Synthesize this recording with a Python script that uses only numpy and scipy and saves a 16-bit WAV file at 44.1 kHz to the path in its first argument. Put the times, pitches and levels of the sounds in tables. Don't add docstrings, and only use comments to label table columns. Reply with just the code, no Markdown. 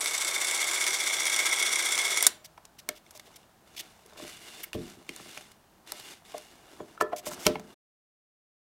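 import sys
import numpy as np
from scipy import signal
from scipy.fft import rfft, irfft, next_fast_len
from scipy.io import wavfile
from scipy.ndimage import map_coordinates

SR = 44100
rng = np.random.default_rng(int(sys.argv[2]) if len(sys.argv) > 2 else 0)


def unload_audio(sound):
    columns = np.transpose(np.atleast_2d(sound))
    steps = np.round(np.clip(columns, -1, 1) * 32767)
    wavfile.write(sys.argv[1], SR, steps.astype(np.int16))


N = 380528
TIME = np.arange(N) / SR
AFTER = np.arange(SR // 2) / SR

# time_s, speed_frames_per_s
MOTOR_SPEED = [(0, 14.6), (.4, 15.1), (.65, 15), (.9, 15.5), (1.3, 15.2), (1.75, 15.15), (2, 15.9),
               (2.27, 15.9)]
# time_s, level_db
MOTOR_LEVEL = [(0, -29), (.35, -28), (.8, -27.5), (1.2, -28.5), (1.5, -27.5), (2.27, -28)]
STOP_S = 2.268
# place_share_of_turn, force_db
CLAW_BLOWS = [(.76, -4), (0.86, -1), (0.94, 1.5), (0.028, -8), (0.39, 0)]
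# pitch_hz, width_hz, level_db
CASE_MODES = [(355, 39, -18.5), (905, 100, -19), (1308, 54, -12.5), (1622, 41, -9), (2013, 130, -7),
              (2181, 80, 2.5), (2346, 98, -10), (3250, 50, -12), (3710, 87, -8.5), (5690, 280, -8.5)]
# time_s, pitch_hz
PANEL_PITCH = [(.35, 3570), (.85, 3480), (1.6, 3425)]
PANEL_WIDTH_HZ, PANEL_DB = 115, -3
# time_s, level_db
CASE_FACING = [(0, -4), (.7, -1.5), (1.5, 1), (2.27, -0.5)]
# pitch_hz, level_db
GEAR_COLOUR = [(100, -42), (260, -16), (340, -5.5), (800, -0.5), (1800, -0.5), (2600, -3), (4500, 0.5),
               (8000, 2), (9300, 0), (10200, -3), (12200, -10), (13000, -9), (14000, -14), (16000, -20.5)]
# time_s, pitch_hz, pitch_hz, pitch_hz, pitch_hz, level_db (against the motor)
SHEEN_DRIFT = [(0, 7730, 7750, 9200, 11200, -11), (.3, 7620, 7780, 9100, 11250, -15),
               (.6, 7250, 7900, 8990, 11050, -12), (.95, 7180, 8000, 9130, 10930, -15.5),
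               (1.35, 7080, 8300, 9230, 10850, -15), (2.27, 7500, 8450, 9560, 10820, -15)]
# width_hz, level_db
SHEEN_WIDTHS = [(450, -2), (450, -2), (480, -1.5), (600, -9)]
SHEEN_FLUTTER_DB = 2.5
# pitch_hz, width_hz, level_db, fade_s
SPRING_SHIVER = [(620, 60, -55, .7), (2180, 120, -54, .25), (3670, 220, -53, .35), (5740, 250, -53, .33),
                 (7240, 250, -51, .38)]

# time_s, level_db
SPRING_SLIPS = [(0.059, -15), (0.866, -15), (1.255, -16), (1.391, -15), (1.457, -16), (1.978, -17),
                (2.173, -12)]
# time_s, snap_db, strongest_ring_hz, fade_s, spring_db
BUTTON_SNAPS = [(2.2255, -9.5, 12000, .014, -27.5), (2.266, -4, 8200, 0.034, -16.5)]
# pitch_hz, level_db, fade_s
BUTTON_MODES = [(3720, -7, .02), (5700, -5, .015), (7300, -5, .02), (8550, -7, .012), (9270, 0, .022),
                (10350, -5, .015)]
# time_s, level_db, strongest_ring_hz, fade_s
FITTING_CLICKS = [(2.5766, -43, 2820, .025), (2.6522, -37.5, 5130, 0.022), (2.8892, -11.5, 6290, 0.0099),
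                  (3.108, -38, 7050, 0.033), (3.175, -33.5, 7340, 0.0096), (3.196, -34, 4000, 0.022),
                  (4.061, -42, 7000, 0.018), (4.899, -36.5, 4900, 0.016), (5.1621, -27.5, 7170, 0.008),
                  (5.516, -40.5, 4450, 0.028), (5.9201, -17, 7080, 0.009), (6.38, -30, 6430, 0.014),
                  (7.0103, -22.5, 4950, 0.02), (7.0215, -28.5, 6000, 0.016), (7.466, -2, 3990, 0.013),
                  (7.476, -22, 3180, 0.015), (7.5958, -35.5, 3510, .02)]
# time_s, ring_db, snap_db, rise_s
KEY_ON_CASE = [(4.7313, -44.5, -23, 0.00026), (5.0912, -41, -25.5, 0.0012), (5.3742, -49.5, -30, 0.0025),
               (7.4665, -29, -25, .001), (7.555, -41, -39, .002)]
# pitch_hz, level_db, fade_s
KEY_MODES = [(2190, -2.5, .03), (2460, -3.5, 0.02), (2790, 4.5, .02), (3120, -4.5, 0.028), (4190, -8, 0.02),
             (4400, -13, .022), (5970, -10.5, .013)]
# time_s, level_db
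NAIL_TICKS = [(2.8895, -39.5), (3.064, -61.5), (3.1965, -53.5), (3.342, -62.5), (4.634, -50.5),
              (4.64, -48.5)]
# pitch_hz, level_db (per Hz)
METAL_COLOUR = [(200, -27), (1000, 0), (2200, 6), (2700, -2.5), (3700, -2.5), (5500, -0.5), (7500, -1.5),
                (9300, -1.5), (11000, 0), (16000, -7)]
CLICK_BODY_DB = -25.5

# time_s, body_db, strongest_ring_hz, spread_octaves, table_db
CAMERA_KNOCKS = [(2.578, -52, 990, 0.62, -73), (2.8899, -39.5, 753, 1.2, -58),
                 (3.151, -55.5, 700, 0.74, -83), (3.275, -60, 700, 1, -83), (3.305, -63, 1050, .5, -83),
                 (4.057, -59, 420, 0.54, -75), (4.123, -58, 1100, 1.5, -78), (4.16, -57.5, 800, 1.4, -72),
                 (4.183, -56.5, 550, 0.94, -74), (4.198, -48, 650, 1.6, -70),
                 (4.223, -49, 337, 0.41, -50.5), (4.246, -50, 750, 1, -58), (4.748, -40, 520, 1.2, -33.5),
                 (4.757, -57, 430, 1.2, -39), (4.782, -62, 350, 0.79, -38), (4.806, -62, 338, .8, -42),
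                 (4.85, -66, 338, .8, -48), (4.971, -76, 340, .8, -54), (5.012, -62, 846, .6, -70),
                 (5.0894, -48.5, 283, 0.41, -51), (5.1973, -52.5, 1100, 1, -54), (5.258, -57, 800, 1, -58),
                 (5.373, -50, 990, 1, -57), (5.921, -52, 900, 1.5, -70), (6.345, -37, 560, 0.93, -62.5),
                 (6.802, -40, 500, 1.3, -49), (6.977, -49, 1400, 0.3, -71), (7.0094, -23.5, 1000, 1.4, -55),
                 (7.021, -30, 400, .5, -51), (7.122, -42.5, 750, .9, -69), (7.1316, -29, 690, .4, -70),
                 (7.268, -38, 750, 1, -47.5), (7.316, -44.5, 1096, 0.88, -49),
                 (7.377, -51.5, 1094, .9, -54.5), (7.4614, -36, 400, 1.2, -28.5),
                 (7.4662, -26.5, 520, 1.6, -39), (7.4953, -37.5, 479, .9, -37),
                 (7.5551, -37, 850, .2, -43.5), (7.596, -50.5, 700, 0.35, -52)]
# pitch_hz, level_db, fade_s
BODY_MODES = [(331.6, -3, 0.08), (420, -1.5, 0.075), (500, -2.5, 0.04), (606, -5, 0.19), (690, 0, 0.042),
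              (845, -7, 0.055), (1018, 1.5, 0.034), (1130, 0, .015), (1340, -1, 0.04), (1751, -6.5, 0.115),
              (1900, -11, .06), (2310, -7.5, 0.06), (2800, -12, .04), (3275, -9, .11)]
# pitch_hz, level_db, fade_s
TABLE_MODES = [(38, -16, 0.25), (62.3, -11, 0.15), (82, -6, 0.15), (123, -4, 0.1), (166, 1, 0.18),
               (205, 1.5, 0.14), (238, -3.5, 0.2), (265, -3.5, 0.3), (344, -4, 0.2), (436, -8, .2),
               (571, -15, .2)]
FREE_DB, GRIP_DB = -18.5, 32
TOUCH_S, TOUCH_DB = 0.0089, -8
CHATTER_DB, TABLE_SCATTER_DB = -11, 2
LIGHT_DB = 10.5

# start_s, length_s, level_db, centre_hz
SHORT_SCUFFS = [(2.441, 0.029, -46, 5250), (2.783, 0.0265, -46.5, 4630), (2.951, 0.041, -53.5, 4416),
                (3.146, 0.034, -51, 5490), (3.253, 0.035, -57.5, 4160), (3.355, 0.022, -49, 5400),
                (3.762, 0.033, -42, 4300), (3.786, 0.032, -36, 4400), (4.629, .024, -35.5, 13900),
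                (4.731, 0.037, -47.5, 3500), (7.003, 0.029, -41.5, 5396), (7.159, 0.05, -43.5, 6080),
                (7.253, 0.046, -38, 6560), (7.305, 0.052, -42.5, 6450), (7.389, 0.11, -45.5, 6090),
                (7.447, 0.034, -35.5, 2990)]
# pitch_hz, level_db (per Hz)
SCUFF_COLOUR = [(200, -25), (650, -6), (1200, -15.5), (2100, 0.5), (2500, -1), (3400, -1), (4300, -8),
                (5600, -5), (9000, -6.5), (13000, -4.5), (16000, -9.5)]
SCUFF_ATTACK_S, SCUFF_RELEASE_S, SCUFF_ARCH_DB = 0.0062, 0.012, 3.5
# time_s, pitch_hz, level_db
FINGER_SQUEAK = [(6.79, 7000, -76.5), (6.81, 7006, -64), (6.86, 6144, -85.5), (6.96, 6020, -72),
                 (7, 5820, -89.5)]

# start_s, length_s, hiss_db, body_db
HAND_STROKES = [(3.03, 0.5, -65, -69.5), (3.655, 0.41, -58.5, -61), (4.005, 0.24, -60, -61),
                (4.165, 0.3, -46, -56), (4.398, 0.34, -48, -55.5), (4.743, 0.24, -52, -57),
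                (4.906, 0.29, -63, -66), (5.077, 0.44, -51.5, -60.5), (5.429, 0.19, -65, -73),
                (5.859, 0.39, -49, -56.5), (6.241, 0.35, -53.5, -59.5), (6.499, 0.54, -60.5, -59.5),
                (7.222, 0.37, -50, -47.5), (7.518, 0.37, -61, -57.5)]
STROKE_ATTACK_S, STROKE_RELEASE_S, STROKE_ARCH_DB = 0.018, 0.14, 6.5
HOLD_HISS_DB, HOLD_BODY_DB = -75.5, -67.5
BUMPS_PER_S, BUMP_DB = 11, -11
# pitch_hz, level_db (per Hz)
SKIN_COLOUR = [(600, -33), (1000, -10), (1700, -5.5), (2150, 0.5), (2450, -2.5), (2850, -1), (3200, -3),
               (3550, -2), (4300, -3), (6500, -5), (9000, -7), (13000, -13.5), (16000, -22)]
# pitch_hz, level_db (per Hz)
HOLLOW_COLOUR = [(88, -41), (150, -14), (242, -7.5), (345, 1), (530, -8), (720, -2.5), (900, -9),
                 (1520, -9), (1800, -11.5), (2340, -34.5), (3960, -120)]
# pitch_hz, width_hz, level_db (against the hiss)
SINGING_BANDS = [(1500, 250, -19), (2050, 200, -20), (2850, 220, -11), (3540, 190, -12)]
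RUB_GRAIN_DB, RUB_SWELL_DB = 2.8, 1.3

# pitch_hz, fade_s
ROOM_FADE = [(150, 0.57), (600, 0.33), (3000, 0.3), (8000, 0.21), (15000, 0.24)]
# pitch_hz, level_db
WALL_COLOUR = [(60, -3.5), (250, 6), (600, 3.5), (1200, 1.5), (4000, -0.5), (8000, -8), (16000, -8)]
# pitch_hz, level_db (per Hz)
QUIET_COLOUR = [(15, -38.5), (25, -7.5), (166, -4), (249, -4.5), (270, -19), (317, -8), (363, -19),
                (575, -11), (734, -8.5), (840, -8.5), (2000, -21), (2410, -21), (16000, -28)]
END_S, TOP_HZ = 7.745, 15900


def motor(teeth_per_frame=44):
    turns = np.cumsum(curves(MOTOR_SPEED)[0]) / SR - .23
    frames = np.arange(-1, int(turns[-1]) + 1)
    teeth = np.arange(len(frames) * teeth_per_frame) / teeth_per_frame
    load_db = 2.8 * np.cos(2 * np.pi * teeth)

    place, force_db = np.transpose(CLAW_BLOWS)
    claw_places = (frames[:, None] + place).ravel()
    claw_db = np.tile(force_db, len(frames))
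    claw = unit(blows(turns, claw_places, claw_db, jitter_s=.001, scatter_db=1.84, t60=0.045))

    def wheel(step, jitter_s, scatter_db, t60):
        return unit(blows(turns, teeth[::step], load_db[::step], jitter_s, scatter_db, t60))

    fine = wheel(step=1, jitter_s=.0003, scatter_db=1.6, t60=.009)
    coarse = wheel(step=3, jitter_s=.001, scatter_db=2.4, t60=.007)
    gears = np.hypot(fine, amp(-6.5) * coarse)
    rattle = unit(np.hypot(gears, amp(-0.5) * claw))
    shake = unit(np.hypot(coarse, amp(-3.5) * claw) ** 0.85)

    def even(hz):
        return 1 / (1 + (hz / 1400) ** 4)

    spin = filtered(rng.standard_normal(N), lambda hz: np.sqrt(even(hz)))
    clatter = filtered(rattle * rng.standard_normal(N), lambda hz: np.sqrt(1 - even(hz)))
    case_ring = unit(held_case(shake * rng.standard_normal(N)))
    ringing = amp(curves(CASE_FACING)[0] - 3.0) * case_ring
    whirr = amp(-4.5) * coloured(spin + clatter, GEAR_COLOUR) + ringing
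    running = amp(curves(MOTOR_LEVEL)[0]) * (TIME < STOP_S)
    return running * (whirr + metallic_sheen(claw))


def metallic_sheen(claw):
    *centres, sheen_db = curves(SHEEN_DRIFT)
    bands = np.zeros(N)
    for hz, (width_hz, db) in zip(centres, SHEEN_WIDTHS):
        flutter = unit(amp(SHEEN_FLUTTER_DB * wobble(20)))
        bands += amp(db) * flutter * whistle(hz, width_hz)
    return amp(sheen_db) * unit(np.hypot(claw, .7)) * bands


def blows(turns, places, sizes_db, jitter_s, scatter_db, t60):
    late, size = rng.standard_normal((len(places), 2)).T
    at = ((np.interp(places, turns, TIME) + jitter_s * late) * SR).astype(int)
    inside = (places > turns[0]) & (at >= 0) & (at < N)
    force = amp(sizes_db + scatter_db * size)
    power = np.bincount(at[inside], force[inside] ** 2, N)
    fade = amp(-60 * AFTER / t60)
    return np.sqrt(np.abs(signal.fftconvolve(power, fade ** 2)[:N]))


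def case(hz, panel_hz):
    modes = list(CASE_MODES) + [(panel_hz, PANEL_WIDTH_HZ, PANEL_DB)]
    modes = sorted(modes, key=lambda mode: mode[0])
    response = 0
    for k, (centre, width, db) in enumerate(modes):
        damping = 1j * hz * width
        resonance = damping / (centre * centre - hz * hz + damping)
        response = response + amp(db) * resonance * (-1) ** k
    return response


def held_case(drive):
    times, tunings = np.transpose(PANEL_PITCH)
    out = np.zeros(N)
    for share, panel_hz in zip(np.eye(len(times)), tunings):
        tuned = filtered(drive, lambda hz: case(hz, panel_hz))
        out += np.interp(TIME, times, share) * tuned
    return out


def shiver():
    since = np.maximum(TIME - STOP_S, 0)
    out = np.zeros(N)
    for hz, width_hz, db, t60 in SPRING_SHIVER:
        out += amp(db - 60 * since / t60) * whistle(np.full(N, hz), width_hz)
    return (TIME > STOP_S) * out


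def clicks():
    out = np.zeros(N)
    for s, db in SPRING_SLIPS:
        add(out, s, amp(db) * snap(ring_hz=4500, rise_s=.0004, t60=0.014))
        add(out, s, amp(db - 20.5) * case_tick())
    for s, db, ring_hz, t60, spring_db in BUTTON_SNAPS:
        spring = ring(BUTTON_MODES, centre_hz=7960, octaves=0.81, depth_db=4.0, scatter_db=2.5)
        add(out, s, amp(db) * snap(ring_hz, rise_s=0.00086, t60=t60))
        add(out, s + 0.0011, amp(spring_db) * spring)
    for s, db, ring_hz, t60 in FITTING_CLICKS:
        add(out, s, amp(db) * snap(ring_hz, rise_s=0.00061, t60=t60))
    for s, ring_db, snap_db, rise_s in KEY_ON_CASE:
        key = ring(KEY_MODES, centre_hz=2900, octaves=0.98, depth_db=8.5, scatter_db=4.5)
        add(out, s, amp(ring_db) * key * np.minimum(AFTER / rise_s, 1))
        add(out, s, amp(snap_db) * snap(ring_hz=3210, rise_s=rise_s, t60=.01))
    for s, db in NAIL_TICKS:
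        add(out, s, amp(db) * case_tick())
    return out


def snap(ring_hz, rise_s, t60):
    fade = amp(-60 * np.maximum(AFTER - rise_s, 0) / t60) * np.minimum(AFTER / rise_s, 1)
    grain = noise(METAL_COLOUR, size=len(AFTER))
    metal = filtered(grain, lambda hz: hump(hz, ring_hz, octaves=0.93, depth_db=10.5))
    body = ring(BODY_MODES, centre_hz=1100, octaves=1.0, depth_db=14, scatter_db=2.5, length=0.6)
    return amp(-6.5) * (fade * unit(metal) + amp(CLICK_BODY_DB) * body)


def case_tick():
    burst = rng.standard_normal(len(AFTER)) * amp(-60 * AFTER / .001)
    x = filtered(burst, lambda hz: case(hz, PANEL_PITCH[0][1]))
    return x / np.sqrt(np.mean(x[:SR // 50] ** 2))


def knocks():
    out = np.zeros(N)
    for s, body_db, ring_hz, octaves, table_db in CAMERA_KNOCKS:
        length = 2 ** min((max(body_db, table_db) - FREE_DB) / GRIP_DB, 0)
        body = ring(BODY_MODES, ring_hz, octaves, depth_db=26.5, scatter_db=3.0, length=length)
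        grain = rng.standard_normal(len(AFTER))
        chatter = unit(filtered(grain, lambda hz: hump(hz, ring_hz, octaves=2.2, depth_db=43.5)))
        fade = amp(-60 * AFTER / (0.04 * length)) * (1 - np.exp(-AFTER / .001))
        knock = body + amp(CHATTER_DB) * fade * chatter
        graze = np.interp(AFTER, [0, TOUCH_S, 2 * TOUCH_S], [0, 1, 0]) * chatter[::-1]
        table = ring(TABLE_MODES, centre_hz=250, octaves=1.0, depth_db=4 - LIGHT_DB * length,
                     scatter_db=TABLE_SCATTER_DB, length=length)
        add(out, s - TOUCH_S, amp(body_db + TOUCH_DB) * graze)
        add(out, s, amp(body_db) * knock)
        add(out, s, amp(table_db) * table)
    return out


def scuffs():
    out = np.zeros(N)
    for start, length, db, centre_hz in SHORT_SCUFFS:
        grain = noise(SCUFF_COLOUR, size=len(AFTER))
        slip = filtered(grain, lambda hz: hump(hz, centre_hz, octaves=0.55, depth_db=9.0))
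        shape = swell(AFTER, length, SCUFF_ATTACK_S, SCUFF_RELEASE_S, SCUFF_ARCH_DB)
        add(out, start, amp(db) * shape * unit(slip))
    return out * unit(amp(2.1 * wobble(700)))


def squeak():
    hz, db = curves(FINGER_SQUEAK)
    touching = (TIME > FINGER_SQUEAK[0][0]) * (TIME < FINGER_SQUEAK[-1][0])
    return amp(db) * whistle(hz, width_hz=180) * touching


def bumps():
    out = np.zeros(N)
    for start, length, _, body_db in HAND_STROKES:
        delays = np.cumsum(rng.gamma(2, .5, 8)) / BUMPS_PER_S
        for delay, size in zip(delays, rng.standard_normal(8)):
            tap = ring(BODY_MODES, centre_hz=898, octaves=1.0, depth_db=11.5, scatter_db=5.0, length=.4)
            add(out, start + delay, (delay < length) * amp(body_db + BUMP_DB + 2 * size) * tap)
    return out


def hands():
    hiss, body = np.zeros((2, N))
    for start, length, hiss_db, body_db in HAND_STROKES:
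        stroke = swell(TIME[:SR], length, STROKE_ATTACK_S, STROKE_RELEASE_S, STROKE_ARCH_DB)
        add(hiss, start, amp(hiss_db) * stroke)
        add(body, start, amp(body_db) * stroke)
    snags = (rng.random(N) < 45 / SR) * rng.exponential(1, N)
    ticks = signal.fftconvolve(snags, amp(-60 * AFTER / 0.012))[:N]
    pressure_db = 1.6 * wobble(400) + 1.1 * wobble(35) + RUB_SWELL_DB * wobble(11)
    catch = unit(amp(pressure_db) + .8 * ticks)
    singing = np.zeros(N)
    for hz, width_hz, db in SINGING_BANDS:
        fits = unit(amp(RUB_GRAIN_DB * wobble(60)))
        singing += amp(db) * fits * whistle(np.full(N, hz), width_hz)
    hiss = np.hypot(hiss, amp(HOLD_HISS_DB))
    body = np.hypot(body, amp(HOLD_BODY_DB))
    skin = amp(-0.44) * noise(SKIN_COLOUR) + singing
    return catch * (hiss * skin + body * noise(HOLLOW_COLOUR))


def room(x, count=6):
    hz, t, z = signal.stft(rng.standard_normal((count, SR * 3 // 4)), SR, nperseg=256)
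    fade = amp(-60 * t / along(ROOM_FADE, hz)[:, None])
    tails = signal.istft(z * fade, SR, nperseg=256)[1]
    tails = tails * (1 - np.exp(-np.arange(tails.shape[1]) / SR / 0.00043))
    low = filtered(x, lambda hz: 1 / (1 + (hz / 2500) ** 6))
    path = np.arange(N) // (SR // 2000) % count
    pieces = (x - low) * (path == np.arange(count)[:, None])
    treble = signal.fftconvolve(pieces, tails, axes=1).sum(0)[:N]
    treble = filtered(treble, lambda hz: hz > 1800)
    return (signal.fftconvolve(low, tails[0])[:N] + treble) / np.linalg.norm(tails[0])


def room_tone():
    return amp(-62.5) * noise(QUIET_COLOUR)


def ring(modes, centre_hz, octaves, depth_db, scatter_db, length=1):
    hz, db, t60 = np.transpose(modes)[:, :, None]
    size, detune, phase = rng.standard_normal((3, len(modes), 1))
    gain = amp(db + scatter_db * size) * hump(hz, centre_hz, octaves, depth_db)
    pitch = hz * (1 + .004 * detune)
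    start = np.pi * np.arange(len(modes))[:, None] + .5 * phase
    fade = amp(-60 * AFTER / (t60 * length))
    x = np.sum(gain * fade * np.sin(2 * np.pi * pitch * AFTER + start), 0)
    x = x * (1 - np.exp(-2 * np.pi * AFTER * centre_hz)) ** 2
    x = signal.lfilter(*signal.butter(2, hz.min() / 2, "high", fs=SR), x)
    return x / np.sqrt(np.mean(x[:SR // 50] ** 2))


def hump(hz, centre_hz, octaves, depth_db):
    distance = np.log2((hz + 1) / centre_hz) / octaves
    return amp(depth_db * (np.exp(-.5 * distance ** 2) - 1))


def swell(t, length, attack_s, release_s, arch_db):
    held = np.clip(t / attack_s, 0, 1) * np.clip((length - t) / release_s, 0, 1)
    return held * amp(-arch_db * np.clip(2 * t / length - 1, -1, 1) ** 2)


def whistle(centre_hz, width_hz):
    turn = 2 * np.pi * np.cumsum(centre_hz) / SR
    return unit(wobble(width_hz) * np.cos(turn) + wobble(width_hz) * np.sin(turn))


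def wobble(rate):
    return map_coordinates(rng.standard_normal(int(N * rate / SR) + 4), [TIME * rate])


def noise(spectrum, size=N):
    return coloured(rng.standard_normal(size), spectrum)


def coloured(x, spectrum):
    return unit(filtered(x, lambda hz: amp(along(spectrum, hz))))


def filtered(x, response):
    m = next_fast_len(len(x) + 8192)
    return irfft(rfft(x, m) * response(np.fft.rfftfreq(m, 1 / SR)), m)[:len(x)]


def along(points, hz):
    f, v = np.transpose(points)
    return np.interp(np.log(hz + 1), np.log(f + 1), v)


def curves(rows):
    s, *cols = np.transpose(rows)
    return [np.interp(TIME, s, c) for c in cols]


def amp(db):
    return 10 ** (np.asarray(db) / 20)


def unit(x):
    return x / np.sqrt(np.mean(x ** 2) + 1e-20)


def add(track, s, x):
    i = max(round(s * SR), 0)
    track[i:i + len(x)] += x[:max(N - i, 0)]


def scene():
    camera = motor() + clicks() + knocks() + scuffs() + squeak() + bumps() + shiver()
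    echo = filtered(room(camera), lambda hz: amp(along(WALL_COLOUR, hz)))
    return (camera + amp(-14.0) * echo + hands() + room_tone())[None]


def record(dry):
    on = np.clip((END_S - TIME) / .01, 0, 1)
    clipped = np.clip(dry[0], -1, 1) * on
    return filtered(clipped, lambda hz: 1 / np.sqrt(1 + (hz / TOP_HZ) ** 160))[None]


dry = scene()
out = record(dry)
unload_audio(out)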